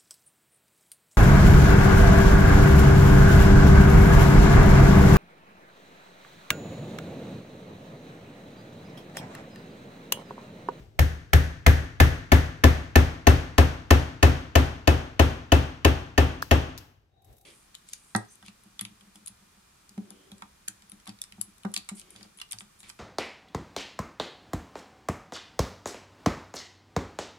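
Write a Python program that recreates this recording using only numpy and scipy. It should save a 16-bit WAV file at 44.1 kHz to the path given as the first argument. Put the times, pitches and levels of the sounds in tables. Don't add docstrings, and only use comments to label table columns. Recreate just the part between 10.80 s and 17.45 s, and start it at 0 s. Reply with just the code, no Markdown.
import sys
import numpy as np
from scipy import signal
from scipy.fft import rfft, irfft, next_fast_len
from scipy.io import wavfile
from scipy.ndimage import uniform_filter1d, minimum_filter1d

SR = 44100
rng = np.random.default_rng(int(sys.argv[2]) if len(sys.argv) > 2 else 0)


def digitize_waveform(pressure):
    field = np.atleast_2d(pressure).T
    bounded = np.clip(field, -1, 1)
    quanta = np.round(bounded * 32767).astype(np.int16)
    wavfile.write(sys.argv[1], SR, quanta)


N = 293265
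T = np.arange(int(SR * 0.8)) / SR


def amp(db):
    return 10 ** (np.asarray(db) / 20)


def unit(x):
    return x / np.sqrt(np.mean(x ** 2) + 1e-20)


def along(points, hz):
    f, v = np.transpose(points)
    return np.interp(np.log(hz + 1), np.log(f + 1), v)


def shared_difference(points, hz):
    half = along(points, hz) / 2
    return np.stack([half, -half])


def filtered(x, response):
    n = x.shape[-1]
    m = next_fast_len(n + SR // 4)
    spectrum = rfft(x, m) * response(np.fft.rfftfreq(m, 1 / SR))
    return irfft(spectrum, m)[..., :n]


def decay(age, t60):
    return np.exp(-np.log(1000) * age / t60)


def onset(s, middle, spread):
    return 0.5 + 0.5 * np.tanh((s - middle) / (2 * spread))


# frequency in Hz, share of noise power not in common.
APART = [(100, 0.055), (400, 0.047), (1000, 0.91), (4000, 0.98), (8000, 0.17), (12000, 0.023)]


def noise(spectrum, size=len(T)):
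    white = rng.standard_normal((3, size))
    apart = lambda hz: np.clip(along(APART, hz), 0, 1)
    common = filtered(white[0], lambda hz: amp(along(spectrum, hz)) * np.sqrt(1 - apart(hz)))
    own = filtered(white[1:], lambda hz: amp(along(spectrum, hz)) * np.sqrt(apart(hz)))
    return unit(common + own)


def add(track, s, sound):
    part = track[:, max(round(s * SR), 0):][:, :sound.shape[-1]]
    part += sound[..., :part.shape[1]]


def alternating(modes):
    return np.pi * np.arange(len(modes))[:, None]


def ring(modes, scatter_db, detune, phases=0, pitch=1):
    hz, db, t60, rise = np.transpose(modes)[:, :, None]
    louder, sharper = rng.standard_normal((2, len(modes), 1))
    envelope = amp(db + scatter_db * louder) * decay(T, t60) * (1 - np.exp(-T / rise))
    mode_hz = hz * pitch * (1 + detune * sharper)
    return np.sum(envelope * np.sin(2 * np.pi * mode_hz * T + phases), axis=-2)


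def burst(hold, t60):
    return decay(np.maximum(T - hold, 0), t60)


# frequency in Hz, relative level in dB.
RUMBLE_COLOUR = [(25, -20.5), (60, 1.5), (95, 3), (200, -18), (400, -13.5), (700, -20.5), (1100, -29),
                 (3000, -32), (6000, -39.5), (12000, -46.5), (16000, -50)]
# centre in seconds, level in dB, half length (to 1/e) in seconds.
RUMBLE_SWELLS = [(0, -49, 0.064), (6.511, -55.5, 0.045)]
HOLD_DB, REST_DB = -56, -67
LET_GO_S, LET_GO_SPREAD_S = 5.7, 0.03


def low_rumble():
    t = np.arange(N) / SR
    hold = amp(HOLD_DB + (REST_DB - HOLD_DB) * onset(t, LET_GO_S, LET_GO_SPREAD_S))
    swells = sum(amp(db) * np.exp(-((t - s) / half) ** 2) for s, db, half in RUMBLE_SWELLS)
    return (hold + swells) * noise(RUMBLE_COLOUR, size=N)


# frequency in Hz, gain in dB.
LOOSE_GLARE = [(130, 0.5), (250, -2), (420, 1.5), (1000, -1), (1800, 3.5), (3200, 1.5), (5000, -1),
               (8000, 0.5), (12000, 3.5)]
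LONG_END_HZ, SHORT_END_HZ = 1740, 2930
SHORTEN_S, SHORTEN_SPREAD_S = 2.2, 0.25
LONG_END_DB, END_DB_PER_S = 4.5, 1.5


def wedge_colour(s, seat, octaves):
    short = onset(s, SHORTEN_S, SHORTEN_SPREAD_S)
    centre = LONG_END_HZ + (SHORT_END_HZ - LONG_END_HZ) * short
    end_db = LONG_END_DB * (1 - seat) + END_DB_PER_S * max(s - SHORTEN_S, 0)
    bump = lambda hz: np.exp(-(np.log2((hz + 1) / centre) / octaves) ** 2)
    return lambda hz: amp(end_db * bump(hz) + (1.5 - seat) * along(LOOSE_GLARE, hz))


# delay after contact in seconds, relative level in dB.
SLIPS = [(0, -2.5), (.0027, 5.5), (.0052, -6), (.0083, -25), (0.0106, -28)]


def slipping(t60, rise, jitter, scatter_db):
    delay, db = np.transpose(SLIPS)[:, :, None]
    later, louder = rng.standard_normal((2, len(SLIPS), 1))
    age = np.maximum(T - delay * (1 + jitter * later), 0)
    bursts = amp(db + scatter_db * louder) * decay(age, t60) * (1 - np.exp(-age / rise))
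    return np.sqrt(np.sum(bursts ** 2, axis=0))


# frequency in Hz, relative level in dB, t60 in seconds, rise time constant in seconds.
LOOSE = [(1333, -2.5, 0.019, 0.00055), (1725, -16, 0.12, 0.0023), (1766, -9, 0.05, 0.00092),
         (2190, -4, 0.028, 0.00058), (2463, -14.5, 0.056, 0.00063), (3100, -11.5, 0.014, 0.001),
         (3670, -18.5, 0.035, 0.00035)]
SEATED = [(1231, -17.5, 0.055, 0.00081), (1505, -16.5, 0.04, 0.00084), (1440, -17.5, 0.02, 0.00089),
          (1783, -11.5, 0.077, 0.00036), (2197, -8.5, 0.044, 0.0016), (2554, -17.5, 0.13, 0.00054),
          (2920, 4, 0.012, 0.004), (3263, -21.5, 0.045, 0.0013), (4316, -23, 0.065, .001),
          (4720, -15.5, 0.053, 0.0004), (6380, -13, 0.032, .001)]
# frequency in Hz, relative level in dB.
CRACK = [(200, -14), (700, 10), (1500, -9), (3200, -0.5), (4200, -7.5), (6500, -9.5), (8500, -15),
         (12000, -15.5), (15500, -20.5)]


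def wedge(clack_db, crack_db, seat, loose_phase, seated_phase, grain):
    loose = ring(LOOSE, scatter_db=0.5, detune=0.023, phases=loose_phase)
    seated = ring(SEATED, scatter_db=2.5, detune=0.012, phases=seated_phase)
    clack = amp(clack_db - 6) * ((1 - seat) * loose + np.sqrt(seat) * seated)
    fibres = 0.7 * grain + 0.73 * noise(CRACK)
    crack = fibres * slipping(t60=0.014, rise=0.00055, jitter=0.074, scatter_db=1.5)
    return clack + amp(crack_db - 9.5) * crack


# frequency in Hz, relative level in dB.
ROOM_COLOUR = [(30, -19), (60, 4), (135, 5), (190, -8), (260, 7), (420, -4.5), (700, -4), (1000, -8),
               (1600, -8.5), (2400, -14.5), (3100, -15.5), (4200, -19.5), (6600, -23.5), (7600, -29.5),
               (9500, -27), (11500, -30), (15500, -37)]
# frequency in Hz, t60 in seconds.
ROOM_T60 = [(100, 0.74), (300, 0.49), (1000, 0.63), (2500, 0.62), (6000, 0.62), (12000, 0.38)]


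def room_tail(build, early_life=0.025):
    hz, t, z = signal.stft(noise(ROOM_COLOUR), SR, nperseg=256)
    dying = z * decay(t, along(ROOM_T60, hz)[:, None])
    tail = signal.istft(dying, SR, nperseg=256)[1]
    early = 1 + np.exp(-T / early_life)
    return tail[:, :len(T)] * (1 - np.exp(-T / build)) * early


# frequency in Hz, relative level in dB, t60 in seconds, rise time constant in seconds.
BENCH = [(70.34, -2, 0.19, 0.055), (94, -9, 0.18, 0.018), (143.3, -11, 0.13, 0.036)]


def bench():
    return ring(BENCH, scatter_db=1.0, detune=0.0036, phases=alternating(BENCH))


# frequency in Hz, relative level in dB, t60 in seconds, rise time constant in seconds.
STANDING = [(44.7, -25.5, 0.47, 0.025), (74.9, -5.5, 0.33, 0.035), (123.3, -16.5, 0.27, 0.031),
            (161.15, -27, 0.51, 0.0017)]


def standing_waves():
    return ring(STANDING, scatter_db=0.5, detune=0.0035, phases=alternating(STANDING))


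# frequency in Hz, relative level in dB, t60 in seconds, rise time constant in seconds.
SLAB = [(256, -12, .12, .004), (294, -5, .055, .002), (395, -10, .07, .002), (535, -16, .06, .001),
        (690, -11, .05, .0005), (815, -14, .05, .0006), (1024, -13.5, .042, .0005)]
# frequency in Hz, left minus right in dB.
SLAB_PAN = [(400, -0.5), (560, 14.5), (820, 6.5), (1050, 7)]


def slab(seat, tint):
    knock = ring(SLAB, scatter_db=1.5, detune=0.006, pitch=1 - 0.05 * (1 - seat))
    return filtered(knock, lambda hz: amp(shared_difference(SLAB_PAN, hz)) * tint(hz))


THUMP_DB, KNOCK_DB, CLACK_DB, CRACK_DB = -4.5, 1.13, -1.6, -2.5
LOOSE_THUMP_DB = 2
CUSHION_KNOCK_DB, CUSHION_CLACK_DB, CUSHION_S = -16.5, -7, 1


def blow_levels(s, strength_db, seat):
    cushion = np.exp(-(s - BLOWS[0][0]) / CUSHION_S)
    thump_db = THUMP_DB + LOOSE_THUMP_DB * (1 - seat)
    knock_db = KNOCK_DB + CUSHION_KNOCK_DB * cushion
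    clack_db = CLACK_DB + CUSHION_CLACK_DB * cushion
    return strength_db + np.array([thump_db, knock_db, clack_db, CRACK_DB])


# start in seconds, strength in dB.
BLOWS = [(.190, -4), (.532, -1), (0.863, 0.5), (1.2007, 0.5), (1.518, 0), (1.8374, 0), (2.1557, -0.45),
         (2.469, 0.9), (2.7802, -0.74), (3.1054, 0), (3.427, 0), (3.7539, -1.15), (4.0739, -2.5),
         (4.3937, -2.1), (4.7192, -1.8), (5.047, -2.5), (5.3777, -3), (5.71, -3)]
SEAT_S, SEAT_SPREAD_S = 1.6, 0.51


def mallet():
    out = np.zeros((2, N))
    walls, grain = room_tail(build=0.002), noise(CRACK)
    loose_phase = rng.uniform(0, 2 * np.pi, (2, len(LOOSE), 1))
    seated_phase = rng.uniform(0, 2 * np.pi, (2, len(SEATED), 1))
    for s, strength_db in BLOWS:
        seat = onset(s, SEAT_S, SEAT_SPREAD_S)
        thump_db, knock_db, clack_db, crack_db = blow_levels(s, strength_db, seat)
        give = 0.003 * (1 - seat)
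        tint = wedge_colour(s, seat, octaves=0.31)
        struck = wedge(clack_db, crack_db, seat, loose_phase, seated_phase, grain)
        add(out, s, filtered(struck, tint))
        tail = 0.95 * walls + 0.54 * room_tail(build=0.0051)
        strength = [(100, thump_db + 3.5), (300, 0.52 * knock_db), (900, 0.5 * knock_db),
                    (1800, clack_db), (6000, crack_db)]
        reverberation = filtered(tail, lambda hz: amp(along(strength, hz)) * tint(hz))
        add(out, s + 0.0016, amp(-20) * reverberation)
        add(out, s + 0.0026 + give, amp(thump_db + 5.5) * (bench() - standing_waves()))
        add(out, s + 0.003297 + give, amp(knock_db) * slab(seat, tint))
    return out


# start in seconds, relative snap level in dB, relative ring level in dB.
TICKS = [(5.622, -31.5, -10.5), (5.977, -38, -58.5), (5.983, -41, -62)]
# frequency in Hz, relative level in dB.
SNAP = [(500, -29.5), (2000, 5), (5000, 13), (8500, 3), (11000, 6.5), (15500, 4)]
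# frequency in Hz, relative level in dB, t60 in seconds, rise time constant in seconds.
TICK_MODES = [(863, 1.5, 0.0034, 0.00062), (1120, -1.5, 0.01, 0.00056), (1400, -8.5, 0.013, 0.00027),
              (1650, -2, .016, 0.0021), (2307, -12, 0.0042, 0.00058)]


def ticks():
    out = np.zeros((2, N))
    for s, snap_db, ring_db in TICKS:
        envelope = burst(hold=0.00067, t60=0.025) + amp(-18.5) * burst(hold=0, t60=0.47)
        add(out, s, amp(snap_db) * noise(SNAP) * envelope)
        wood = ring(TICK_MODES, scatter_db=1, detune=0.01, phases=alternating(TICK_MODES))
        add(out, s + 0.0026, amp(ring_db + 0.5) * wood)
    return out


# frequency in Hz, relative level in dB.
WHIR = [(200, -18), (480, -18), (640, -11.5), (760, 3.5), (920, -23), (1500, -28.5), (3400, -37),
        (3800, -10), (4150, -35), (9000, -48)]
WHIR_MIDDLE_S, WHIR_SPREAD_S, WHIR_DB = 6.34, 0.02, -67


def whir():
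    t = np.arange(N) / SR
    return amp(WHIR_DB) * onset(t, WHIR_MIDDLE_S, WHIR_SPREAD_S) * noise(WHIR, size=N)


# start in seconds, nominal peak level in dB.
TOUCHES = [(6.421, -59), (6.4452, -49.5), (6.5275, -50.5), (6.5674, -52.5), (6.5814, -50), (6.6114, -50)]
TOUCH_CREST_DB = 9
# frequency in Hz, relative level in dB.
RUSTLE = [(1000, -13), (4000, -6.5), (7000, -4), (8500, 0), (11000, 2.5), (15500, -4)]
RUSTLE_MIDDLE_S, RUSTLE_SPREAD_S, RUSTLE_DB = 6.45, 0.008, -72


def stick_handling():
    t = np.arange(N) / SR
    out = amp(RUSTLE_DB) * onset(t, RUSTLE_MIDDLE_S, RUSTLE_SPREAD_S) * noise(RUSTLE, size=N)
    for s, db in TOUCHES:
        add(out, s, amp(db - TOUCH_CREST_DB) * noise(RUSTLE) * burst(hold=0.0017, t60=0.05))
    return out


# frequency in Hz, left minus right in dB.
PORT_DB = [(60, 0.5), (130, 6), (280, 1.6), (420, 2), (700, 3), (1300, 2), (2300, 1.5), (4500, 5.5),
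           (6500, 7.5), (9000, 0.5), (15000, 0)]
# frequency in Hz, lead of the left in radians.
PORT_PHASE = [(60, -0.5), (400, 0.54), (700, 2), (1100, 1.82), (5000, 1.46), (7500, -2), (9200, 3.5),
              (11000, 1.07), (12300, 0.5)]


def scene():
    def ports(hz):
        return amp(shared_difference(PORT_DB, hz)) * np.exp(1j * shared_difference(PORT_PHASE, hz))
    sources = low_rumble() + mallet() + ticks() + whir() + stick_handling()
    return filtered(sources, ports)


CEILING = 0.92
TOP_HZ = 15900


def record(dry):
    needed = np.minimum(1, CEILING / (np.abs(dry).max(axis=0) + 1e-9))
    gain = uniform_filter1d(minimum_filter1d(needed, size=65), size=65)
    return filtered(dry * gain, lambda hz: 1 / (1 + (hz / TOP_HZ) ** 120))


dry = scene()
out = record(dry)
digitize_waveform(out)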